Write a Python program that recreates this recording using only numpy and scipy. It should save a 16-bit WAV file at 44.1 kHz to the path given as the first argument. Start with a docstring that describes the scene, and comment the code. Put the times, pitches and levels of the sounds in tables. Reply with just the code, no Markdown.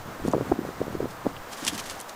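"""Wind on a hillside thumps on the microphone: lopsided pressure puffs for single eddies, a stream
of coloured clicks for small swirls, and noise for the deep rumble. Cloth flags close by rustle,
flap and snap, most of all in the later part: crackling creases, band-passed bursts and soft beats.
Distant air rushes steadily as shaped noise; the recorder adds a thin hiss and whine."""
import sys
import numpy as np
from scipy import signal
from scipy.fft import rfft, irfft
from scipy.io import wavfile

SR = 44100
rng = np.random.default_rng(int(sys.argv[2]) if len(sys.argv) > 2 else 0)


def wav_out(sig):
    """Save sig, one row per channel (or a flat mono array), as 16-bit PCM at SR to the path in sys.argv[1]."""
    wavfile.write(sys.argv[1], SR, np.round(np.clip(np.atleast_2d(sig).T, -1, 1) * 32767).astype(np.int16))


N = 94815
TIME = np.arange(N) / SR

# All spectra are relative: the sound is brought to unit rms after shaping.
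# Colour of the distant wind: (frequency [Hz], density [dB per Hz])
AIR_SPECTRUM = [(30, -9.5), (100, -15), (250, -6.5), (450, -3.5), (720, -1), (1250, -2.5), (1800, -8),
                (2600, -15.5), (4500, -19.5), (7000, -21.5), (10000, -26.5), (13000, -28), (16000, -38)]
# Strength of the distant wind before its waver: (time [s], level [dB])
AIR_LEVEL = [(0, -41), (.7, -40.5), (1.2, -41.5), (1.8, -40), (2.15, -41)]
AIR_WAVER_DB, AIR_WAVER_HZ = 0.77, 8  # spread and upper rate of the level waver

# Swells of rustling cloth, before resonance: (time of top [s], level [dB], rise [s], fall [s])
FLAPS = [(0.274, -45.5, .022, 0.014), (1.111, -47, 0.018, 0.017), (1.533, -38.5, 0.017, 0.017),
         (1.576, -41, 0.0044, 0.034), (1.656, -38.5, 0.056, 0.0097), (1.683, -24.5, 0.012, 0.012),
         (1.749, -36, 0.028, 0.017), (1.7787, -31.5, .0006, 0.0097), (1.795, -31.5, 0.005, 0.013),
         (1.862, -40, 0.034, 0.037), (1.905, -37, 0.0094, 0.032), (2.006, -43.5, 0.022, 0.023),
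         (2.097, -43, 0.011, 0.0094)]
# Cloth pulling taut, level before the band-pass:
# (time [s], level [dB], lower edge [Hz], upper edge [Hz], fall [ms])
SNAPS = [(.2765, -30.5, 4970, 12000, 1.4), (0.2852, -28.5, 5500, 14000, 0.98),
         (0.3139, -28, 4900, 8150, 1.7), (0.326, -37.5, 2800, 9000, 2.9), (1.365, -27, 2300, 3150, 3.8),
         (1.6499, -13.5, 4030, 12600, .5), (1.667, -19, 1000, 9050, 2.9), (1.678, -17, 2020, 8050, 2.6),
         (1.682, -21, 2470, 6500, 2.2), (1.778, -29.5, 900, 8000, 2.2), (1.7925, -25, 1500, 8000, 1.3),
         (1.898, -27, 2000, 10900, 2.4), (2.002, -24.5, 7400, 13000, 1.4),
         (2.0117, -22.5, 6850, 12900, 1.3), (2.0944, -26, 4800, 11900, 0.96)]
# Colour of creasing and snapping cloth: (frequency [Hz], density [dB per Hz])
CLOTH_SPECTRUM = [(100, -20), (220, 11), (450, -12), (1000, 0), (1500, 2), (2500, 1), (3100, 2),
                  (6300, 1.5), (10500, -3.5), (13000, -9.5), (16000, -21)]
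# Narrow resonances of the microphone housing, rung by rustle and snaps,
# relative to RESONANCE_DB: (frequency [Hz], level [dB])
HOUSING_RESONANCES = [(2866, 1), (3092, 2), (3206, 2), (3467, 0), (5600, -5), (6050, -2), (6497, -3),
                      (7342, -4)]
# Soft beats of whole flags: (time [s], level [dB], pitch [Hz], half-length [ms])
BILLOWS = [(1.629, -30, 297, 5.1), (1.672, -35, 187, 5.8), (1.731, -31, 302, 6.3), (1.752, -56, 240, 4.5)]
CREASES_PER_S, CREASE_SPREAD_DB = 2500, 2  # clicks in each band before filtering
FLUTTER_HZ, FLUTTER_DB = 160, 1.66  # upper rate and spread of the flutter
SNAP_RISE_S = 0.000094
RESONANCE_WIDTH_HZ, RESONANCE_DB = 28, -5

# Eddies hitting the microphone, level before EDDY_GAIN_DB and filtering:
# (time [s], level [dB], pitch [Hz], half-length [ms])
EDDIES = [(.082, -34.5, 213, 5.5), (.199, -30.5, 328, 2.4), (.2425, -26, 328, 2.2),
          (.2518, -16.5, 326, 1.7), (.2603, -17, 320, 1.14), (.2809, -13, 400, 0.75),
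          (.2851, -14.5, 240, 2.4), (.2965, -23, 200, 1.7), (.3354, -12, 895, 0.76), (.3372, -10, 625, 1.1),
          (.3402, -16, 280, 2.3), (.3467, -12.5, 540, 1.1), (.3530, -13, 382, 1.4),
          (.3664, -14.5, 352, 1.5), (.3815, -17, 440, 1.7), (.4106, -13.5, 410, 1.22),
          (.455, -27.5, 350, 1.5), (.497, -32, 230, 5), (.5163, -14.5, 410, 0.74),
          (.5188, -11.5, 434, 0.62), (.5216, -9, 720, 0.72), (.5218, -15, 333, 3.6), (.538, -24, 280, 2),
          (.5917, -18, 305, 3), (.6165, -27, 360, 2.5), (.6511, -18.5, 480, 0.76), (.6906, -21, 350, 1.15),
          (.704, -30.5, 328, 1.3), (.8060, -18.5, 270, 1.4), (.8163, -13.5, 447, 1.7),
          (.8688, -22.5, 322, 0.58), (.8815, -19.5, 370, 1.14), (.9522, -17.5, 364, 1.96),
          (1.0052, -14, 425, 1.58), (1.0228, -27.5, 376, 1.6), (1.0299, -19.5, 343, 2.5),
          (1.0443, -20.5, 260, 3.1), (1.0564, -16, 410, 0.89), (1.2535, -27, 370, 2.8),
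          (1.2594, -18.5, 446, 0.44), (1.2664, -9, 425, 0.9), (1.2700, -19, 230, 2.8)]
# Strength of the small swirls before the low cut: (time [s], level [dB])
GUST_LEVEL = [(0, -67), (.08, -39), (.15, -49.5), (.23, -42), (.37, -31), (.45, -38), (.53, -34.5),
              (.67, -38.5), (.76, -48), (.82, -36), (.92, -40), (1.04, -34.5), (1.15, -51), (1.23, -52),
              (1.28, -37.5), (1.45, -73), (1.75, -40), (2.15, -78)]
# Colour of the small swirls: (frequency [Hz], density [dB per Hz])
SWIRL_SPECTRUM = [(30, -34), (70, -8), (130, 3), (250, 1), (420, -7.5), (700, -11.5), (1400, -33),
                  (3000, -70)]
# Strength of the deep rumble: (time [s], level [dB])
RUMBLE_LEVEL = [(0, -38.5), (.1, -55), (.15, -64), (.22, -36), (.38, -69), (.76, -55), (1.0, -43),
                (1.17, -56), (1.37, -42.5), (1.51, -58.5), (1.65, -55), (1.94, -49), (2.04, -72)]
# Colour of the deep rumble: (frequency [Hz], density [dB per Hz])
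RUMBLE_SPECTRUM = [(15, 16), (35, -3), (70, 13), (110, 8), (180, 6), (400, -35)]
EDDY_GAIN_DB, EDDY_TOP_HZ = 0.5, 1450
PUFF_ROUGHNESS, PUFF_LOPSIDED_RAD = 0.12, 0.2  # raggedness, spread of the phase at the puff's middle
SWIRLS_PER_S, SWIRL_SPREAD_DB = 700, 3.5
WIND_LOW_CUT_HZ = 43  # eddies and swirls only

# Colour of the recorder's hiss before its low cut: (frequency [Hz], density [dB per Hz])
HISS_SPECTRUM = [(11000, -40), (13300, -16), (14100, 9), (14700, 14), (15300, -10), (16000, -16)]
HISS_DB, HISS_LOW_CUT_HZ = -60, 11000  # level before its low cut and the recorder's top cut
WHINE_HZ, WHINE_DB, WHINE_WAVER_HZ = 15140, -71, 12
CUTOFF_HZ = 15750


def from_db(db):
    """Decibels to gain."""
    return 10 ** (np.asarray(db) / 20)


def rms_one(x):
    """Scale to unit rms."""
    return x / np.sqrt(np.mean(x ** 2) + 1e-20)


def level(rows):
    """Gain over time, drawn straight in dB between (time [s], level [dB]) rows."""
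    return from_db(np.interp(TIME, *np.transpose(rows)))


def butter(x, hz, kind, order=2):
    """Causal low-, high- or band-pass."""
    edges = np.clip(hz, 10, 0.45 * SR)
    sections = signal.butter(order, edges, kind, fs=SR, output="sos")
    return signal.sosfilt(sections, x + 1e-18)


def coloured(x, spectrum):
    """Give a flat signal a spectrum, drawn over log frequency; rms 1."""
    hz, db = np.transpose(spectrum)
    bins = np.maximum(np.arange(N // 2 + 1) * SR / N, 1)
    gain = from_db(np.interp(np.log(bins), np.log(hz), db))
    return rms_one(irfft(rfft(x) * gain, N))


def noise(spectrum):
    """Smooth noise with a spectrum."""
    return coloured(rng.standard_normal(N), spectrum)


def drift(rate_hz):
    """Random wander below a rate, spread about 1."""
    wander = butter(rng.standard_normal(N + SR), rate_hz, "low")
    return rms_one(wander[SR:])  # skip the filter's start


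def grains(per_s, spread_db):
    """Random clicks of uneven size and either sign."""
    sizes = from_db(spread_db * np.minimum(rng.exponential(1, N), 4))
    signs = rng.choice([-1, 1], N)
    struck = rng.random(N) < per_s / SR
    return sizes * signs * struck


def swell(top_s, rise_s, fall_s):
    """Exponential rise to a top, then exponential fall."""
    return np.exp(-np.maximum((top_s - TIME) / rise_s, (TIME - top_s) / fall_s))


def puffs(rows):
    """Puffs of air: each a short, slightly ragged pressure swing under a bell-shaped envelope."""
    out = np.zeros(N)
    ragged = drift(EDDY_TOP_HZ)
    for s, db, hz, half_ms in rows:
        phase = PUFF_LOPSIDED_RAD * rng.standard_normal()
        swing = np.cos(2 * np.pi * hz * (TIME - s) + phase)
        half_s = half_ms / 1000
        envelope = 1 / np.cosh(np.clip(np.pi / 2 * (TIME - s) / half_s, -20, 20))
        out += from_db(db) * envelope * (swing + PUFF_ROUGHNESS * ragged)
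    return out


def distant_air():
    """Distant turbulence blends into an even rush of noise with a gently wavering level."""
    waver = from_db(AIR_WAVER_DB * drift(AIR_WAVER_HZ))
    return level(AIR_LEVEL) * waver * noise(AIR_SPECTRUM)


def creases():
    """Tiny buckles in the cloth click at random; each frequency band flutters on its own."""
    edges = np.geomspace(100, 16000, 9)
    crackle = np.zeros(N)
    for low_hz, high_hz in zip(edges, edges[1:]):
        flutter = from_db(FLUTTER_DB * drift(FLUTTER_HZ))
        clicks = grains(CREASES_PER_S, CREASE_SPREAD_DB)
        crackle += flutter * butter(clicks, [low_hz, high_hz], "band")
    return crackle


def rustle():
    """Moving cloth creases: the crackle swells with every flap."""
    power = sum((from_db(db) * swell(s, rise_s, fall_s)) ** 2 for s, db, rise_s, fall_s in FLAPS)
    return np.sqrt(power) * coloured(creases(), CLOTH_SPECTRUM)


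def snaps():
    """Cloth pulled taut cracks: noise jumps up, dies fast and keeps to one band."""
    crack = noise(CLOTH_SPECTRUM)
    out = np.zeros(N)
    for s, db, low_hz, high_hz, fall_ms in SNAPS:
        burst = crack * swell(s, SNAP_RISE_S, fall_ms / 1000)
        out += from_db(db) * butter(burst, [low_hz, high_hz], "band")
    return out


def housing_resonances(cloth):
    """The microphone housing rings at narrow resonances, driven by the rustle and snaps."""
    ringing = np.zeros(N)
    for hz, db in HOUSING_RESONANCES:
        b, a = signal.iirpeak(hz, hz / RESONANCE_WIDTH_HZ, fs=SR)
        ringing += from_db(db) * signal.lfilter(b, a, cloth)
    return from_db(RESONANCE_DB) * ringing


def flags():
    """Flags rustle and snap, and the housing rings along; whole flags beat the air softly."""
    cloth = rustle() + snaps()
    return cloth + housing_resonances(cloth) + puffs(BILLOWS)


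def wind_on_microphone():
    """Single strong eddies ride on a stream of small swirls and a deep rumble."""
    eddies = from_db(EDDY_GAIN_DB) * butter(puffs(EDDIES), EDDY_TOP_HZ, "low", order=5)
    swirls = level(GUST_LEVEL) * coloured(grains(SWIRLS_PER_S, SWIRL_SPREAD_DB), SWIRL_SPECTRUM)
    rumble = level(RUMBLE_LEVEL) * noise(RUMBLE_SPECTRUM)
    return butter(eddies + swirls, WIND_LOW_CUT_HZ, "high") + rumble


def scene():
    """All sources add up at one microphone."""
    mix = distant_air() + flags() + wind_on_microphone()
    return mix[None]  # one channel


def record(dry):
    """The recorder adds its hiss and a wavering sine whine, then cuts the top steeply."""
    hiss = from_db(HISS_DB) * butter(noise(HISS_SPECTRUM), HISS_LOW_CUT_HZ, "high")
    pitch_hz = WHINE_HZ + WHINE_WAVER_HZ * drift(20)
    whine = np.sqrt(2) * np.sin(2 * np.pi * np.cumsum(pitch_hz) / SR)  # rms 1
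    top_cut = signal.ellip(12, 0.1, 90, CUTOFF_HZ, fs=SR, output="sos")
    return signal.sosfilt(top_cut, dry + hiss + from_db(WHINE_DB) * whine)


dry = scene()
out = record(dry)
wav_out(out)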